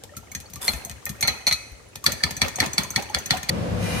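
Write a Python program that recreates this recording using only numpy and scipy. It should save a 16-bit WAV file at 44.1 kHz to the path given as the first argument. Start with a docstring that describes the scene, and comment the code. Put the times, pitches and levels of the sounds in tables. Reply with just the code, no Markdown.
"""Close on a kitchen counter, in stereo: a steel fork beats eggs in a glass jug.
First loose stirring, a scrape at 0.6 s and clinks on the glass wall; from 2 s an even beat.
Each blow rings fork and glass, sloshes the egg and sends a low falling thud through the counter.
At 3.5 s the scene cuts to the stove: an extractor hood rumbles, then egg starts to sizzle in a pan."""
import sys
import numpy as np
from scipy import signal
from scipy.fft import rfft, irfft
from scipy.io import wavfile
from scipy.ndimage import uniform_filter1d

SR = 44100
rng = np.random.default_rng(int(sys.argv[2]) if len(sys.argv) > 2 else 0)


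def generate_wav(signal):
    """Clip the signal to [-1, 1] and save it as 16-bit WAV at the path in sys.argv[1]."""
    frames = np.transpose(np.atleast_2d(signal))
    scaled = np.clip(frames, -1, 1) * 32767
    pcm = np.round(scaled).astype(np.int16)
    wavfile.write(sys.argv[1], SR, pcm)


N = 176400
DIRECT_LIKENESS = 0.12  # correlation of close sounds between the two microphones


# beating strokes on the bottom of the jug (time [s], level [dB], brightness [dB/octave],
# thud [dB], slosh [dB], crack against ring [dB], decay time [factor])
STROKES = [(2.0633, -11.5, 0.5, -21.5, -32.5, -9.5, 0.51), (2.2363, -14, -0.5, -25.5, -39, -14, 0.49),
           (2.4165, -14, -1, -21.5, -27.5, -10, 0.66), (2.6017, -14.5, -0.5, -24, -25.5, -10.5, 0.48),
           (2.7806, -15, 0, -25.5, -31, -9, 0.5), (2.9604, -16, 1, -24, -31.5, -14, 0.48),
           (3.1465, -17.5, -1, -26, -37.5, -8.5, 0.21), (3.3069, -14, -0.5, -22.5, -28, -11, 0.62),
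           (3.4916, -13.5, 1.5, -18, -21.5, -10.5, 2.5)]
# clinks on the glass wall; the pitch depends on where the fork lands
# (time [s], level [dB], brightness [dB/octave], thud [dB], long ring [dB], pitch [factor])
CLINKS = [(0.6800, -15, -3.5, -27.5, -56, 1), (1.2259, -16, -2, -26, -41, 1.007),
          (1.25, -28, -10.5, -55, -38.5, 1), (1.2744, -22, 6.5, -34, -53, 1.04),
          (1.279, -15.5, -3, -32, -35, .985), (1.291, -30, -9, -65, -57, .98),
          (1.4675, -15.5, -1, -34, -50, 1.027), (1.4743, -17, -0.5, -52, -41, 1.01),
          (1.481, -19.5, -1, -45, -61, 1.01), (1.5111, -20, -3.5, -35.5, -51, .99),
          (1.5244, -16, 1.5, -40, -38, .995)]
# light touches of the tines, from clean pings to wet smacks
# (time [s], level [dB], brightness [dB/octave], thud [dB], crack against ring [dB])
TOUCHES = [(0.036, -39, -0.5, -45, 16), (0.166, -34.5, 6, -34, 2.5), (0.316, -38, 8.5, -47, -2),
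           (0.349, -27, 2.5, -31, -6), (0.401, -39.5, 2, -43, 4), (0.499, -47.5, 4, -42, 19.5),
           (0.534, -37, 7, -36, 1), (0.557, -36.5, 3, -34, 1), (0.734, -31, -1, -32.5, 0),
           (0.8484, -31, 13, -39, -1), (0.896, -35, 0, -36, 5), (0.912, -37.5, -0.5, -48, -3),
           (1.054, -27.5, 14, -43, 28), (1.065, -28.5, -6, -46, -11), (1.092, -30.5, 3, -28, 4),
           (1.2083, -25.5, 7.5, -44, 0), (1.955, -33.5, -0.5, -40.5, 5.5), (2.04, -29.5, 4.5, -55, 5),
           (2.119, -24.5, 4, -32.5, -0.5), (2.307, -30, 0.5, -34, 7), (2.3662, -29, 5.5, -36, -8),
           (2.482, -29.5, -0.5, -39, -1), (2.5571, -27.5, 12, -39, -14), (2.585, -29, -5, -35, 5),
           (2.659, -28.5, -0.5, -30, 2), (2.732, -27.5, 10, -39, -13), (2.833, -30, 4, -32.5, -4),
           (2.9042, -28.5, 14, -36.5, -8), (3.023, -35, 1.5, -42, -1), (3.097, -41.5, 9, -67, -7),
           (3.186, -30.5, 10, -38, -9), (3.2586, -28, 7.5, -38, -8), (3.37, -30.5, -0.5, -35, -1),
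           (3.430, -30.5, 0.5, -36, -2)]
def fork(tick_lead_s=.0045, tick_db=-17.5):
    """The fork hits the jug, near centre; a faint tick just before each stroke softens its attack."""
    out = np.zeros((2, N))
    stroke, clink, touch = range(3)
    for s, db, tilt, _, _, crack_db, decay in STROKES:
        add(out, s - tick_lead_s, amp(db + tick_db) * contact(stroke, tilt, crack_db))
        add(out, s, amp(db) * pan(0.6) * contact(stroke, tilt, crack_db, decay=decay))
    for s, db, tilt, _, ring_db, pitch in CLINKS:
        add(out, s, amp(db) * pan(1) * contact(clink, tilt, crack_db=-10, pitch=pitch))
        add(out, s, amp(ring_db) * glass_ring())
    for s, db, tilt, _, crack_db in TOUCHES:
        add(out, s, amp(db) * pan(2) * contact(touch, tilt, crack_db, crack_t60=0.042))
    return out


# modes of fork and jug (frequency [Hz], base t60 [s], weight in a stroke [dB], clink [dB], touch [dB])
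JUG_MODES = [(1327, 0.19, -19, -12, -16), (1808.5, 0.088, -11.5, -9.5, -1), (2060, 0.047, -14, -0.5, -3.5),
             (2270, 0.063, -10.5, -1, -33), (2457, 0.092, -37, -38, -2), (3417, 0.12, -14, -9, -9.5),
             (4155, 0.067, -9.5, 7, -6), (4267, 0.056, -33, 6.5, -14.5), (4523, 0.024, -6.5, -13, -20),
             (5543, 0.068, -18, -16, -16), (6010, 0.041, -16.5, 0.5, -3), (6455, 0.031, -20, -7, -1),
             (8060, 0.053, -21.5, -14, -11.5), (9520, 0.017, -21.5, -10.5, -31),
             (10870, 0.015, -26.5, -5.5, -21.5)]
# the dry crack of contact (frequency [Hz], density [dB])
CRACK_SPECTRUM = [(200, -27.5), (420, -7.5), (750, 1.5), (2000, -13), (2900, -1.5), (4400, -1.5),
                  (7500, -2.5), (11000, -7), (14300, -4.5), (17000, -63)]
def contact(kind, tilt_db, crack_db, crack_t60=0.055, decay=1, pitch=1):
    """Steel meets glass: a gritty crack, and each mode split into close partials by the four tines."""
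    attack_s, tine_spread_hz, pivot_hz, scatter_db = 0.00068, 50.4, 4500, 1.37
    t = seconds(.15)
    attack = 1 - np.exp(-(t / attack_s) ** 2)
    ring = np.zeros((2, len(t)))
    for hz, t60, *weights_db in JUG_MODES:
        detune, a, b, c, d = rng.standard_normal((5, 4))
        tines = np.exp(2j * np.pi * np.outer(hz * pitch + tine_spread_hz * detune, t))
        pickup = alike([a + 1j * b, c + 1j * d])  # each tine's size and phase at each microphone
        mode = (pickup @ tines).real
        db = weights_db[kind] + tilt_db * np.log2(hz / pivot_hz) + scatter_db * rng.standard_normal()
        ring += amp(db) * unit_energy(mode * attack * fade(t, t60 * decay))
    noise = alike(rng.standard_normal((2, len(t))))
    burst = noise * grit(len(t)) * attack * fade(t, crack_t60 * decay)
    crack = colour(burst, [(hz, db + tilt_db * np.log2(hz / pivot_hz)) for hz, db in CRACK_SPECTRUM])
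    return unit_energy(unit_energy(ring) + amp(crack_db) * unit_energy(crack))


# long-lived modes of the glass (frequency [Hz], relative level [dB], t60 [s])
GLASS_MODES = [(2220, -8, 0.35), (2500, -6, 0.56), (2526, -2, 0.63), (4100, -6, 0.15), (4450, -5, 0.28),
               (6130, 2.5, 0.29)]
def glass_ring():
    """The jug sings on faintly after a clink; a close pair of modes beats."""
    t = seconds(.6)
    return sum(amp(db) * fade(t, t60) * np.sin(2 * np.pi * (hz * t + rng.random((2, 1))))
               for hz, db, t60 in GLASS_MODES)


# one scrape along the glass (time [s], level [dB])
DRAG_LEVEL = [(.607, -56), (.618, -30.5), (.68, -29.5), (.715, -38), (.76, -42.5), (.83, -59)]
# its hiss (frequency [Hz], density [dB])
DRAG_SPECTRUM = [(200, -5), (700, 2.5), (1500, 5.5), (4200, -3), (6500, 0.5), (9500, 10), (11500, 2),
                 (14000, 1), (17000, -40)]
# resonances of the dragged fork (frequency [Hz], width [Hz], relative level [dB])
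DRAG_MODES = [(3430, 140, -10.5), (4970, 200, -17), (9640, 260, -11), (11240, 79, -5), (13300, 160, -6)]
def drag():
    """The tines stick and slip in gritty clumps along the wet glass and set the fork ringing."""
    t = np.arange(N) / SR
    slips = grains(per_s=3500, spread_db=-1) * grit(N)
    scrape = unit(unit(colour(slips, DRAG_SPECTRUM)) + resonances(slips, DRAG_MODES))
    touching = (t > DRAG_LEVEL[0][0]) & (t < DRAG_LEVEL[-1][0])
    return scrape * level(DRAG_LEVEL) * touching


BUBBLE_RISE_PER_S = 0.86  # upward glide of bubbles and glugs
# the egg swirling between blows (time [s], level [dB])
SWIRL_LEVEL = [(0, -55.5), (.55, -53.5), (.7, -40.5), (.9, -51.5), (1.17, -51), (1.28, -35.5),
               (1.45, -53.5), (2.0, -55.5), (2.1, -45), (3.5, -45)]
# egg sloshing in the jug (frequency [Hz], density [dB])
SLOSH_SPECTRUM = [(80, -55.5), (200, 10), (370, -0.5), (800, 0.5), (1400, -4.5), (2200, -5.5), (3200, -9),
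                  (6000, -4.5), (15000, -25)]
# fine spray thrown up by the fork (frequency [Hz], density [dB])
SPRAY_SPECTRUM = [(500, -12), (1800, 1), (4000, 1), (8000, -20), (13000, -14), (16000, -12)]
def slosh(drops_per_s=800, churn_db=-3, spray_db=-9, peak_s=0.024):
    """Tiny bubbles, churning drops and spray swell after each stroke."""
    t = seconds(.25)
    short = t[:len(t) // 8]
    pitches_hz = np.geomspace(300, 3000, num=16)
    bubbles = 0
    for hz in pitches_hz:
        envelope = np.exp(-hz * short / 6) * (1 - short / short[-1])  # rings for about six cycles
        bubble = envelope * np.sin(2 * np.pi * hz * short * (1 + BUBBLE_RISE_PER_S * short))
        births = grains(drops_per_s / len(pitches_hz), spread_db=5)
        bubbles += np.sqrt(hz) * unit(signal.oaconvolve(births, bubble[None], axes=1)[:, :N])
    churn = unit(grains(drops_per_s, spread_db=5))
    wet = unit(colour(unit(bubbles) + amp(churn_db) * churn, SLOSH_SPECTRUM))
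    spray = unit(colour(grains(per_s=1900, spread_db=1.5), SPRAY_SPECTRUM))
    swell = level(SWIRL_LEVEL)[None]
    for s, _, _, _, db, *_ in STROKES:
        add(swell, s, amp(db) * hump(t, peak_s) ** 2.25)
    return (wet + amp(spray_db) * spray) * swell


# air pockets in the egg, from glugs to tiny pops (time [s], level [dB], starting pitch [Hz])
GLUGS = [(0.036, -39.5, 465), (0.092, -38, 1820), (0.120, -37.5, 586), (0.136, -39, 1296),
         (0.168, -31.5, 1334), (0.317, -28.5, 2216), (0.458, -32, 4440), (0.562, -34, 1160),
         (0.868, -35, 674), (1.064, -26, 1867), (1.716, -38, 13400), (1.887, -39, 9900),
         (2.041, -21.5, 1125), (2.205, -25.5, 1760), (2.452, -24.5, 538), (2.583, -22, 723),
         (2.625, -20, 866), (2.624, -19.5, 2150), (2.80, -28, 1080), (2.848, -28.5, 1014),
         (2.937, -32, 1370), (2.985, -24.5, 800), (3.099, -24, 847), (3.336, -16.5, 734)]
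def glugs(attack_s=0.0034):
    """Air pockets close and ring with a rising pitch; smaller, higher ones die sooner."""
    out, t = np.zeros((2, N)), seconds(.25)
    for s, db, hz in GLUGS:
        turns = hz * t * (1 + BUBBLE_RISE_PER_S * t / 2) + rng.random((2, 1)) / 4
        envelope = np.minimum(t / attack_s, 1) * fade(t, t60=0.06 * np.sqrt(850 / hz))
        add(out, s, amp(db) * envelope * np.sin(2 * np.pi * turns))
    return out


# jug and hand nudge the counter (time [s], level [dB], pitch [Hz])
NUDGES = [(0.736, -25.5, 62.3), (0.926, -36, 71), (1.716, -36, 61.5)]
# what the counter and its cabinet add to a thud (frequency [Hz], density [dB])
CABINET_SPECTRUM = [(30, -36.5), (70, 13.5), (120, 3), (250, -4), (450, -21.5), (2000, -63)]
def counter(lag_s=.003, rumble_db=-3, nudge_rise_s=0.013, right_db=-5.2):
    """Each contact thuds through the counter and nudges rock it, louder at the left microphone."""
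    top_hz, end_hz, fall_s, rise_s, pitch_spread = 222, 70, .013, .0045, 0.082
    out, t = np.zeros((2, N)), seconds(.25)
    # the pitch falls, since the counter carries high notes faster than low ones
    hz = end_hz + (top_hz - end_hz) * np.exp(-t / fall_s)
    envelope = (1 - np.exp(-t / rise_s)) * fade(t, t60=.14)
    envelope /= envelope.max()
    for s, _, _, db, *_ in STROKES + CLINKS + TOUCHES:
        pitch = 1 + pitch_spread * rng.standard_normal()
        thud = -np.sin(2 * np.pi * np.cumsum(hz) / SR * pitch)
        rumble = unit(colour(rng.standard_normal((1, len(t))), CABINET_SPECTRUM))
        add(out, s + lag_s, amp(db) * (thud + amp(rumble_db) * rumble) * envelope)
    for s, db, nudge_hz in NUDGES:
        add(out, s, amp(db) * hump(t, nudge_rise_s) * np.sin(2 * np.pi * nudge_hz * t))
    return out * amp([[0], [right_db]])


# at the stove, the egg starts to fry (time [s], level [dB])
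SIZZLE_LEVEL = [(3.5, -57), (3.76, -53), (3.83, -34.5), (3.9, -32), (4.0, -30.5)]
# its hiss (frequency [Hz], density [dB])
SIZZLE_SPECTRUM = [(410, -22), (700, -2), (2220, -1), (2400, -4), (3460, -13.5), (6740, -8.5), (7290, -22),
                   (8880, -7.5), (13500, -16), (16000, -87)]
# resonances of the frying pan (frequency [Hz], width [Hz], relative level [dB])
PAN_MODES = [(1980, 66, -13), (2390, 29, -6), (2836, 51, -8.5), (3800, 150, -14), (5840, 260, -40),
             (9500, 500, -24)]
def sizzle():
    """Thousands of tiny pops ring the pan and carry into the kitchen."""
    pops = grains(per_s=7000, spread_db=3)
    frying = unit(colour(pops, SIZZLE_SPECTRUM)) + resonances(pops, PAN_MODES)
    return level(SIZZLE_LEVEL) * unit(kitchen(frying))


# hum of the extractor hood (frequency [Hz], level [dB])
HOOD_HUM = [(102.3, -41.5), (174, -37), (492, -43), (538, -48)]
# its rumble (frequency [Hz], density [dB])
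HOOD_SPECTRUM = [(20, -29), (45, -11), (70, -4.5), (105, 1.5), (145, -6.5), (175, 0), (225, -2), (300, -12),
                 (400, -15), (530, -7.5), (850, -18.5), (1400, -22.5), (5000, -34.5), (12500, -45.5),
                 (16000, -75)]
def hood(rumble_db=-26):
    """The extractor over the stove: a diffuse rumble, and a steady hum left of centre."""
    t = np.arange(N) / SR
    hum = sum(amp(db) * unit(np.sin(2 * np.pi * (hz * t + rng.random()))) for hz, db in HOOD_HUM)
    return amp(rumble_db) * diffuse_noise(HOOD_SPECTRUM) + pan(5) * hum


# reverberation of the kitchen (frequency [Hz], t60 [s])
KITCHEN_DECAY = [(100, 0.5), (500, 1.0), (1400, 1), (4000, 0.56), (9000, 0.95), (15000, 0.27)]
def kitchen(direct, early_db=-7.5, tail_db=-15, early_s=0.025):
    """After the direct sound come near reflections off counter and walls, then a diffuse tail."""
    t = seconds(.7)
    hz, frames, bands = signal.stft(alike(rng.standard_normal((2, len(t)))), SR, nperseg=256)
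    bands *= fade(frames, at_hz(KITCHEN_DECAY, hz)[:, None])
    tail = signal.istft(bands, SR, nperseg=256)[1][:, :len(t)] * np.minimum(t / early_s, 1)
    echoes = rng.standard_normal((2, len(t))) * (rng.random((2, len(t))) < .03)
    early = echoes * (t > .003) * np.exp(-2 * t / early_s)
    response = sum(amp(db) * part / np.linalg.norm(part, axis=1, keepdims=True)
                   for db, part in [(tail_db, tail), (early_db, early)])
    return direct + signal.fftconvolve(direct, response, axes=1)[:, :N]


# background at the counter (frequency [Hz], density [dB])
ROOM_TONE_SPECTRUM = [(20, -33), (45, -4.5), (90, 6.5), (170, -7.5), (350, -10), (550, -4), (1000, -33),
                      (7000, -19.5), (13500, -33), (16000, -66)]
def room_tone(db=-50.5):
    """The quiet kitchen, all around the microphones."""
    return amp(db) * diffuse_noise(ROOM_TONE_SPECTRUM)


# the microphone pair in diffuse sound (frequency [Hz], correlation [ratio, clipped at 1])
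PAIR_LIKENESS = [(60, 13), (170, 0.15), (350, 0.36), (800, -0.17), (4000, 0)]
# its balance (frequency [Hz], left minus right [dB])
PAIR_BALANCE = [(60, 5.5), (160, 5.5), (300, 0), (1000, -1.5), (10000, 2)]
def diffuse_noise(spectrum):
    """Steady noise at the microphone pair; the deep bass is alike in both and leans left."""
    hz = np.fft.rfftfreq(N, 1 / SR)
    noise = alike(rfft(rng.standard_normal((2, N))), at_hz(PAIR_LIKENESS, hz))
    balance_db = np.outer([1, -1], at_hz(PAIR_BALANCE, hz)) / 2
    return unit(irfft(noise * amp(at_hz(spectrum, hz) + balance_db), N))


def grains(per_s, spread_db):
    """Random clicks of uneven size."""
    sizes = amp(spread_db * np.minimum(rng.exponential(1, (2, N)), 4)) * rng.choice([-1, 1], (2, N))
    return alike(sizes * (rng.random((2, N)) < per_s / SR))


def grit(samples, spread_db=4.5, grain_s=.0008):
    """Wet contact is gritty: its gain jumps from grain to grain."""
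    return amp(spread_db * unit(uniform_filter1d(rng.standard_normal(samples), round(grain_s * SR))))


def resonances(x, modes):
    """Sends a sound through a bank of resonances."""
    return sum(amp(db) * unit(signal.lfilter(*signal.iirpeak(hz, hz / width, SR), x))
               for hz, width, db in modes)


def colour(x, spectrum, size=2048):
    """Minimum-phase filter with the given spectrum."""
    gain = amp(at_hz(spectrum, np.fft.rfftfreq(size, 1 / SR)))
    cepstrum = irfft(np.log(gain))
    cepstrum[1:size // 2] *= 2
    cepstrum[size // 2 + 1:] = 0
    response = irfft(np.exp(rfft(cepstrum)))
    return signal.fftconvolve(x, response[None], axes=1)[:, :x.shape[1]]


def alike(pair, likeness=DIRECT_LIKENESS):
    """Makes two unrelated channels partly alike."""
    c = np.clip(likeness, -1, 1)
    return np.array([pair[0], c * pair[0] + np.sqrt(1 - c ** 2) * pair[1]])


def amp(db):
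    """Decibels to gain."""
    return 10 ** (np.asarray(db) / 20)


def fade(t, t60):
    """Falls by 60 dB every t60 seconds."""
    return amp(-60 * t / t60)


def hump(t, peak_s):
    """Rises to 1 at peak_s, then dies away."""
    return t / peak_s * np.exp(1 - t / peak_s)


def unit(x):
    """Scales to rms 1."""
    return x / np.sqrt(np.mean(x ** 2) + 1e-20)


def unit_energy(x):
    """Scales each channel to the energy of 10 ms at rms 1."""
    return x / np.sqrt(np.sum(x ** 2, -1, keepdims=True) / (.01 * SR) + 1e-20)


def seconds(length):
    """A time axis."""
    return np.arange(int(length * SR)) / SR


def at_hz(points, hz):
    """Reads a curve on a log-frequency axis."""
    f, value = np.transpose(points)
    return np.interp(np.log(hz + 1), np.log(f + 1), value)


def level(points):
    """A gain curve from (time [s], level [dB]) points."""
    return amp(np.interp(np.arange(N) / SR, *np.transpose(points)))


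def pan(db):
    """Channel gains, with the left db above the right."""
    return amp(np.array([[db], [-db]]) / 2)


def add(mix, s, sound):
    """Mixes a sound in at s seconds."""
    part = mix[:, max(round(s * SR), 0):][:, :sound.shape[-1]]
    part += sound[..., :part.shape[1]]


def scene(cut_s=3.5, crossfade_s=0.007):
    """At the counter for the beating, then a hard cut to the stove."""
    beating = kitchen(fork() + drag() + slosh() + glugs() + counter()) + room_tone()
    stove = sizzle() + hood()
    cut = np.clip((np.arange(N) / SR - cut_s) / crossfade_s + .5, 0, 1)
    return beating * (1 - cut) + stove * cut


def record(dry, edge_hz=16200):
    """Clips at full scale and removes the highest treble."""
    lowpass = signal.firwin(255, edge_hz, window=("kaiser", 9), fs=SR)
    return signal.oaconvolve(np.clip(dry, -1, 1), lowpass[None], "same")


dry = scene()
out = record(dry)
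generate_wav(out)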